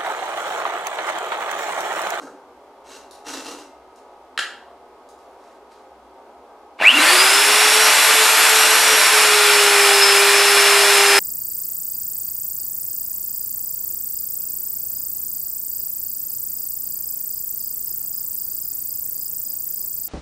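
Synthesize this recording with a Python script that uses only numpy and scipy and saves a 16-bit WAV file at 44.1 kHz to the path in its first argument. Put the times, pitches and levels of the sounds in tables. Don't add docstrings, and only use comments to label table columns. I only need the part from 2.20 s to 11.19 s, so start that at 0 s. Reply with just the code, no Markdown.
import sys
import numpy as np
from scipy import signal
from scipy.fft import rfft, irfft
from scipy.io import wavfile
from scipy.ndimage import uniform_filter1d

SR = 44100
rng = np.random.default_rng(int(sys.argv[2]) if len(sys.argv) > 2 else 0)


def store_pcm(level_fs):
    pcm = np.round(np.clip(level_fs, -1, 1) * 32767).astype(np.int16)
    wavfile.write(sys.argv[1], SR, np.atleast_2d(pcm).T)


N = 396459
TIME = np.arange(N) / SR

# frequency_hz, gain_db
SIDE_COLOUR = [(60, -66), (400, -23), (1000, -31.5), (2000, -18.5), (4000, -3.5), (8000, -4.5), (13000, 2)]
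# frequency_hz, gain_db
HISS_COLOUR = [(40, -14), (200, -13), (500, 4.5), (1600, 3), (3000, -0.5), (5000, -5), (8000, -14),
               (12000, -17), (15500, -21)]
# frequency_hz, gain_db
VENT_COLOUR = [(25, -22), (48, -24), (65, -4.5), (90, -29), (130, -17.5), (195, -19.5), (245, -6.5),
               (420, 0.5), (600, -2), (820, 3), (1200, -7.5), (1900, -23.5), (4000, -36), (10000, -37.5),
               (15500, -48)]
# pitch_hz, level_db
VENT_TONES = [(64.6, -79), (662, -70), (818, -62), (1028, -75), (1260, -62.5), (2094, -76.5), (3330, -83)]
# start_s, length_s, scrape_db, grumble_db
STEEL_SHOVES = [(-0.03, 0.058, -47, -33), (0.638, 0.12, -44.5, -48), (.9, .03, -49, -70),
                (1.042, 0.14, -33.5, -34.5), (1.233, 0.083, -38, -35), (1.356, .03, -48, -45),
                (1.745, .035, -63, -75)]
# frequency_hz, gain_db
SCRAPE_COLOUR = [(200, -14), (700, 4.5), (1500, 7.5), (2400, 2), (2750, 1), (3400, -0.5), (3900, 2),
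                 (4400, 0), (5700, -0.5), (8200, -4.5), (10000, -10), (13000, -18), (15500, -32)]
# frequency_hz, gain_db
PLATE_COLOUR = [(50, -54), (140, -17), (215, -20), (285, 9.5), (350, -5), (480, 1), (680, -6.5), (1000, -5),
                (1450, -6), (1800, -16.5), (3000, -28), (10000, -61)]
# pitch_hz, width_hz, level_db
PLATE_MODES = [(1470, 25, -6), (2684, 41, 3), (2740, 33, 2.5), (3120, 40, -11), (3880, 55, -2),
               (4160, 45, -5), (4830, 50, -6), (5600, 70, 1), (6200, 70, -5), (7680, 64, -3)]
# start_s, level_db
EDGE_TICKS = [(.0294, -42), (.9103, -34), (1.7594, -46), (2.8893, -41), (2.9894, -50), (3.1094, -55),
              (3.5194, -50), (4.5834, -50)]
# frequency_hz, gain_db
EDGE_COLOUR = [(500, -25), (2800, -16), (3800, 10), (5000, 9), (7000, 6), (10000, 3), (15000, -10)]
# start_s, length_s, level_db
HAND_STROKES = [(2.96, .07, -65), (3.16, 0.15, -61.5), (3.495, .05, -57)]
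# start_s, level_db
SWITCH_HITS = [(2.1766, -17), (2.1842, -40), (2.1897, -19.5), (2.1932, -17)]
# frequency_hz, gain_db
SWITCH_COLOUR = [(200, -30), (500, -15), (1050, -18), (1380, 6), (1550, 8), (1800, 2), (2100, -11),
                 (2700, -4.5), (3300, -3), (3700, -8), (4150, -5), (6000, -18), (8000, -18), (11000, -27),
                 (15000, -43)]
# start_s, level_db
GEAR_KNOCKS = [(4.6025, -23), (4.612, -16.5), (4.6215, -13.5)]
# frequency_hz, gain_db
GEAR_COLOUR = [(40, -48), (120, -20), (400, -7), (850, 8), (1300, -20), (2100, -6), (2700, 9), (3300, -16),
               (5000, -28), (14000, -42)]
# start_s, length_s, level_db
RING_BURSTS = [(4.698, 0.021, -21.5), (4.735, 0.023, -15.5), (4.76, .012, -18)]
# multiple, free_db, loaded_db
SHAFT_HARMONICS = [(2, -33, -29.5), (6, -35, -26.5), (7, -39, -38), (8, -36, -42), (9, -35, -44),
                   (10, -44, -40), (11, -44, -38), (12, -35.5, -32.5), (14, -43, -48), (25, -48, -46)]
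# time_s, share_of_peak
INRUSH_CURRENT = [(4.61, 0), (4.67, 1), (4.69, 1), (4.717, 0)]
# pitch_hz, half_width_hz, gain_db
WHINE_WAVES = [(3500, 220, -5), (4400, 330, 6), (4930, 120, 6), (5187, 22, 8.5), (5400, 90, -2.5),
               (5690, 10, -11)]
# pitch_hz, width_hz, level_db
HOUSING_MODES = [(1416, 70, -2), (2442, 52, -4.5), (2725, 80, -4.5), (3444, 60, 1), (4036, 260, -6.5),
                 (7380, 400, -9.5), (9340, 570, -10.5)]
# frequency_hz, gain_db
ROAR_COLOUR = [(60, -42.5), (180, -29.5), (225, -24.5), (280, -12), (350, -13.5), (520, -7), (850, -1),
               (1500, 2), (2800, 0.5), (3150, -4), (5500, -7), (6300, -9.5), (8200, -7), (11300, -10.5),
               (13500, -18.5), (15500, -36)]
# time_s, speed_lost_hz
FEED_DRAG = [(5.65, 0), (6.25, 3.6), (6.75, 8.7), (7.15, 24), (7.5, 36.3), (7.85, 44), (8.2, 39),
             (8.7, 39.8), (8.99, 43)]
# time_s, share
ROAR_ONSET = [(4.583, .13), (4.595, .79)]
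TONE_ONSET = [(4.6, .032), (4.62, 1)]
WHINE_STEADINESS = [(4.7, .026), (5.4, .83)]

FREE_HZ = 442.9


def undb(db):
    return 10 ** (np.asarray(db) / 20)


def unit(x):
    return x / np.sqrt(np.mean(x ** 2))


def curve(table):
    return np.interp(TIME, *np.transpose(table))


def bell(x, centre, width):
    return np.exp(-((x - centre) / width) ** 2)


def noise():
    return rng.standard_normal(N)


def walk(rate_hz):
    hold = int(SR / rate_hz)
    steps = np.repeat(rng.standard_normal(N // hold + 1), hold)
    return unit(uniform_filter1d(steps, hold)[:N])


def flutter(depth, rate_hz):
    return (1 + depth * walk(rate_hz)) / np.sqrt(1 + depth ** 2)


def swells(rows, attack_s, release_s):
    envelope = np.zeros(N)
    for start_s, length_s, level_db in rows:
        attack = np.clip((TIME - start_s) / attack_s, 0, 1)
        release = np.exp(-np.maximum(TIME - start_s - length_s, 0) / release_s)
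        envelope += undb(level_db) * attack * release
    return envelope


def blows(rows, contact_s):
    t = TIME[:SR // 20]
    out = np.zeros(N)
    for start_s, level_db in rows:
        burst = rng.standard_normal(len(t)) * np.exp(-t / contact_s)
        start = int(start_s * SR)
        out[start:start + len(t)] += undb(level_db) * burst
    return out


def colour(x, outline):
    size = 2 ** 19
    hz, db = np.transpose(outline)
    bins_hz = np.arange(size // 2 + 1) * SR / size
    gain = undb(np.interp(np.log(bins_hz + 1), np.log(hz), db))
    cepstrum = irfft(np.log(gain))
    cepstrum[1:size // 2] *= 2
    cepstrum[size // 2 + 1:] = 0
    return irfft(rfft(x, size) * np.exp(rfft(cepstrum)))[:N]


def resonance(x, pitch_hz, width_hz):
    return signal.lfilter(*signal.iirpeak(pitch_hz, pitch_hz / width_hz, SR), x)


def room(x, direct_db, wet_db, low_t60_s=.5, treble_t60_s=.32):
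    t = TIME[:SR * 3 // 4]
    echoes = rng.standard_normal((2, len(t))) * (1 - np.exp(-t / .004))
    low = signal.sosfiltfilt(signal.butter(1, 5000, fs=SR, output="sos"), echoes)
    tails = low * undb(-60 * t / low_t60_s) + 1.39 * (echoes - low) * undb(-60 * t / treble_t60_s)
    tails *= undb(wet_db) / np.linalg.norm(tails, axis=1, keepdims=True)
    mid, side = (signal.fftconvolve(x, tail)[:N] for tail in tails)
    return undb(direct_db) * x + mid + np.outer([1, -1], colour(side, SIDE_COLOUR))


def microphone_hiss():
    return undb(-61.5) * np.array([unit(colour(noise(), HISS_COLOUR)) for _ in range(2)])


def ventilation():
    air = unit(colour(noise(), VENT_COLOUR)) * undb(-46.5 + .5 * walk(4.34))
    tones = sum(undb(db + 2 * walk(4.95)) * np.sin(2 * np.pi * hz * TIME + 1.4 * walk(7.9))
                for hz, db in VENT_TONES)
    return room(air, direct_db=-6.5, wet_db=-1) + np.sqrt(2) * tones


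def handling():
    slips = noise() * undb(3 * walk(500) + 1.8 * walk(60))
    pressure = swells([(s, span, db) for s, span, db, _ in STEEL_SHOVES], attack_s=.052, release_s=.043)
    weight = swells([(s, span, db) for s, span, _, db in STEEL_SHOVES], attack_s=.09, release_s=.055)
    hands = swells(HAND_STROKES, attack_s=.03, release_s=.06)
    ring = unit(sum(undb(db + 3 * walk(14)) * resonance(slips, hz, width)
                    for hz, width, db in PLATE_MODES))
    scrape = undb(-1) * unit(colour(slips, SCRAPE_COLOUR)) * (pressure + hands)
    grumble = unit(colour(slips, PLATE_COLOUR)) * weight
    sliding = scrape + undb(-6.5) * ring * pressure + grumble
    ticks = colour(blows(EDGE_TICKS, contact_s=.0023), EDGE_COLOUR)
    return room(sliding, direct_db=-1.5, wet_db=-4) + room(ticks, direct_db=-8.5, wet_db=-4)


def switch():
    snap = colour(blows(SWITCH_HITS, contact_s=.0024), SWITCH_COLOUR)
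    return room(snap, direct_db=16, wet_db=16)


def gear_jolt():
    clatter = colour(blows(GEAR_KNOCKS, contact_s=.003), GEAR_COLOUR)
    return room(clatter, direct_db=13, wet_db=9)


def raspy_ring(pitch_hz=2770):
    envelope = swells(RING_BURSTS, attack_s=.01, release_s=.014) * flutter(.4, 170)
    tone = np.sqrt(2) * np.sin(2 * np.pi * pitch_hz * TIME + .9 * walk(200))
    return room(envelope * tone, direct_db=0, wet_db=-12)


def shaft_hum(speed_hz, angle, load):
    free_db, cutting_boost_db, spin_up_boost_db = -30, 8.3, 15
    spin_up_strain = (1 - speed_hz / FREE_HZ) * (1 - load)
    waver = flutter(.5 - .44 * load, 26)
    wobble = 2.5 * spin_up_strain * walk(70)
    radiated = 1 / (1 + (275 / np.maximum(speed_hz, 1)) ** 12)
    level_db = free_db + cutting_boost_db * load + spin_up_boost_db * spin_up_strain
    tone = undb(level_db) * radiated * waver * np.sqrt(2) * np.sin(angle + wobble)
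    return room(tone, direct_db=-.7, wet_db=-22)


def fan_whine(speed_hz, angle, load, blades=13, throb_hz=104):
    inrush, steady = curve(INRUSH_CURRENT), curve(WHINE_STEADINESS)
    flare_db = sum(db * bell(blades * speed_hz, hz, width) for hz, width, db in WHINE_WAVES)
    blade_db = -25.5 + 20 * inrush + flare_db
    throb = 1 + (.15 + .65 * inrush) * np.cos(2 * np.pi * throb_hz * (TIME - 4.673))
    rasp = (.08 + .9 * (1 - steady) * (1 - .55 * inrush)) * walk(220)
    sputter = flutter((1 - inrush) * (.6 - .34 * steady), 60)
    blade_tone = undb(blade_db) * sputter * throb * np.sin(blades * angle + rasp)
    high_speed = np.clip((speed_hz - 285) / 80, 0, 1)
    overtones = np.sin(2 * blades * angle) + undb(-20) * np.sin(3 * blades * angle)
    overtones *= undb(-28.6 - 5.7 * load) * high_speed * flutter(.42, 35)
    harmonics = np.zeros(N)
    for multiple, free_db, loaded_db in SHAFT_HARMONICS:
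        level_db = free_db + load * (loaded_db - free_db) + 2 * walk(9)
        harmonics += undb(level_db) * np.sin(multiple * angle + rng.uniform(0, 2 * np.pi))
    turning = np.clip(speed_hz / 100, 0, 1)
    whine = np.sqrt(2) * turning * (blade_tone + overtones + steady * harmonics)
    return room(whine, direct_db=-.5, wet_db=-11)


def air_rush(speed_hz, level_db_per_octave=5.5, treble_db_per_octave=10):
    octaves = np.log2(np.maximum(speed_hz, 1) / FREE_HZ)
    surge_db = 8 * bell(TIME, centre=4.635, width=.024)
    rattle_db = 4.5 * bell(speed_hz, centre=338.5, width=46.7)
    level_db = -19 + level_db_per_octave * octaves + surge_db + rattle_db
    drive = curve(ROAR_ONSET) * undb(level_db + .25 * walk(20))
    angle = 2 * np.pi * np.cumsum(speed_hz) / SR
    chop = 1 + .32 * np.cos(2 * angle)
    air = colour(drive * chop * noise(), ROAR_COLOUR)
    air += sum(undb(db + walk(25)) * resonance(drive * noise(), hz, width)
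               for hz, width, db in HOUSING_MODES)
    low = signal.sosfiltfilt(signal.butter(2, 3600, fs=SR, output="sos"), air)
    roar = low + undb(treble_db_per_octave * octaves + 1.55) * (air - low)
    return room(roar, direct_db=13, wet_db=7.5)


def motor():
    start_s, kick_share, kick_s, settle_s = 4.5733, .473, .0936, .3333
    age_s = np.maximum(TIME - start_s, 0)
    shortfall = kick_share * np.exp(-age_s / kick_s) + (1 - kick_share) * np.exp(-age_s / settle_s)
    drag_hz = curve(FEED_DRAG)
    speed_hz = FREE_HZ * (1 - shortfall) - drag_hz
    load = np.interp(drag_hz, (14, 23), (0, 1))
    angle = 2 * np.pi * np.cumsum(speed_hz * (1 + .00046 * walk(40))) / SR
    roar = air_rush(speed_hz)
    tones = shaft_hum(speed_hz, angle, load) + fan_whine(speed_hz, angle, load) + raspy_ring()
    return roar + curve(TONE_ONSET) * tones


def scene():
    return ventilation() + handling() + switch() + gear_jolt() + motor() + microphone_hiss()


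def record(dry):
    rounded = dry / (1 + dry ** 8) ** (1 / 8)
    return signal.sosfilt(signal.ellip(10, .1, 70, 15550, fs=SR, output="sos"), rounded)


dry = scene()
out = record(dry)
store_pcm(out)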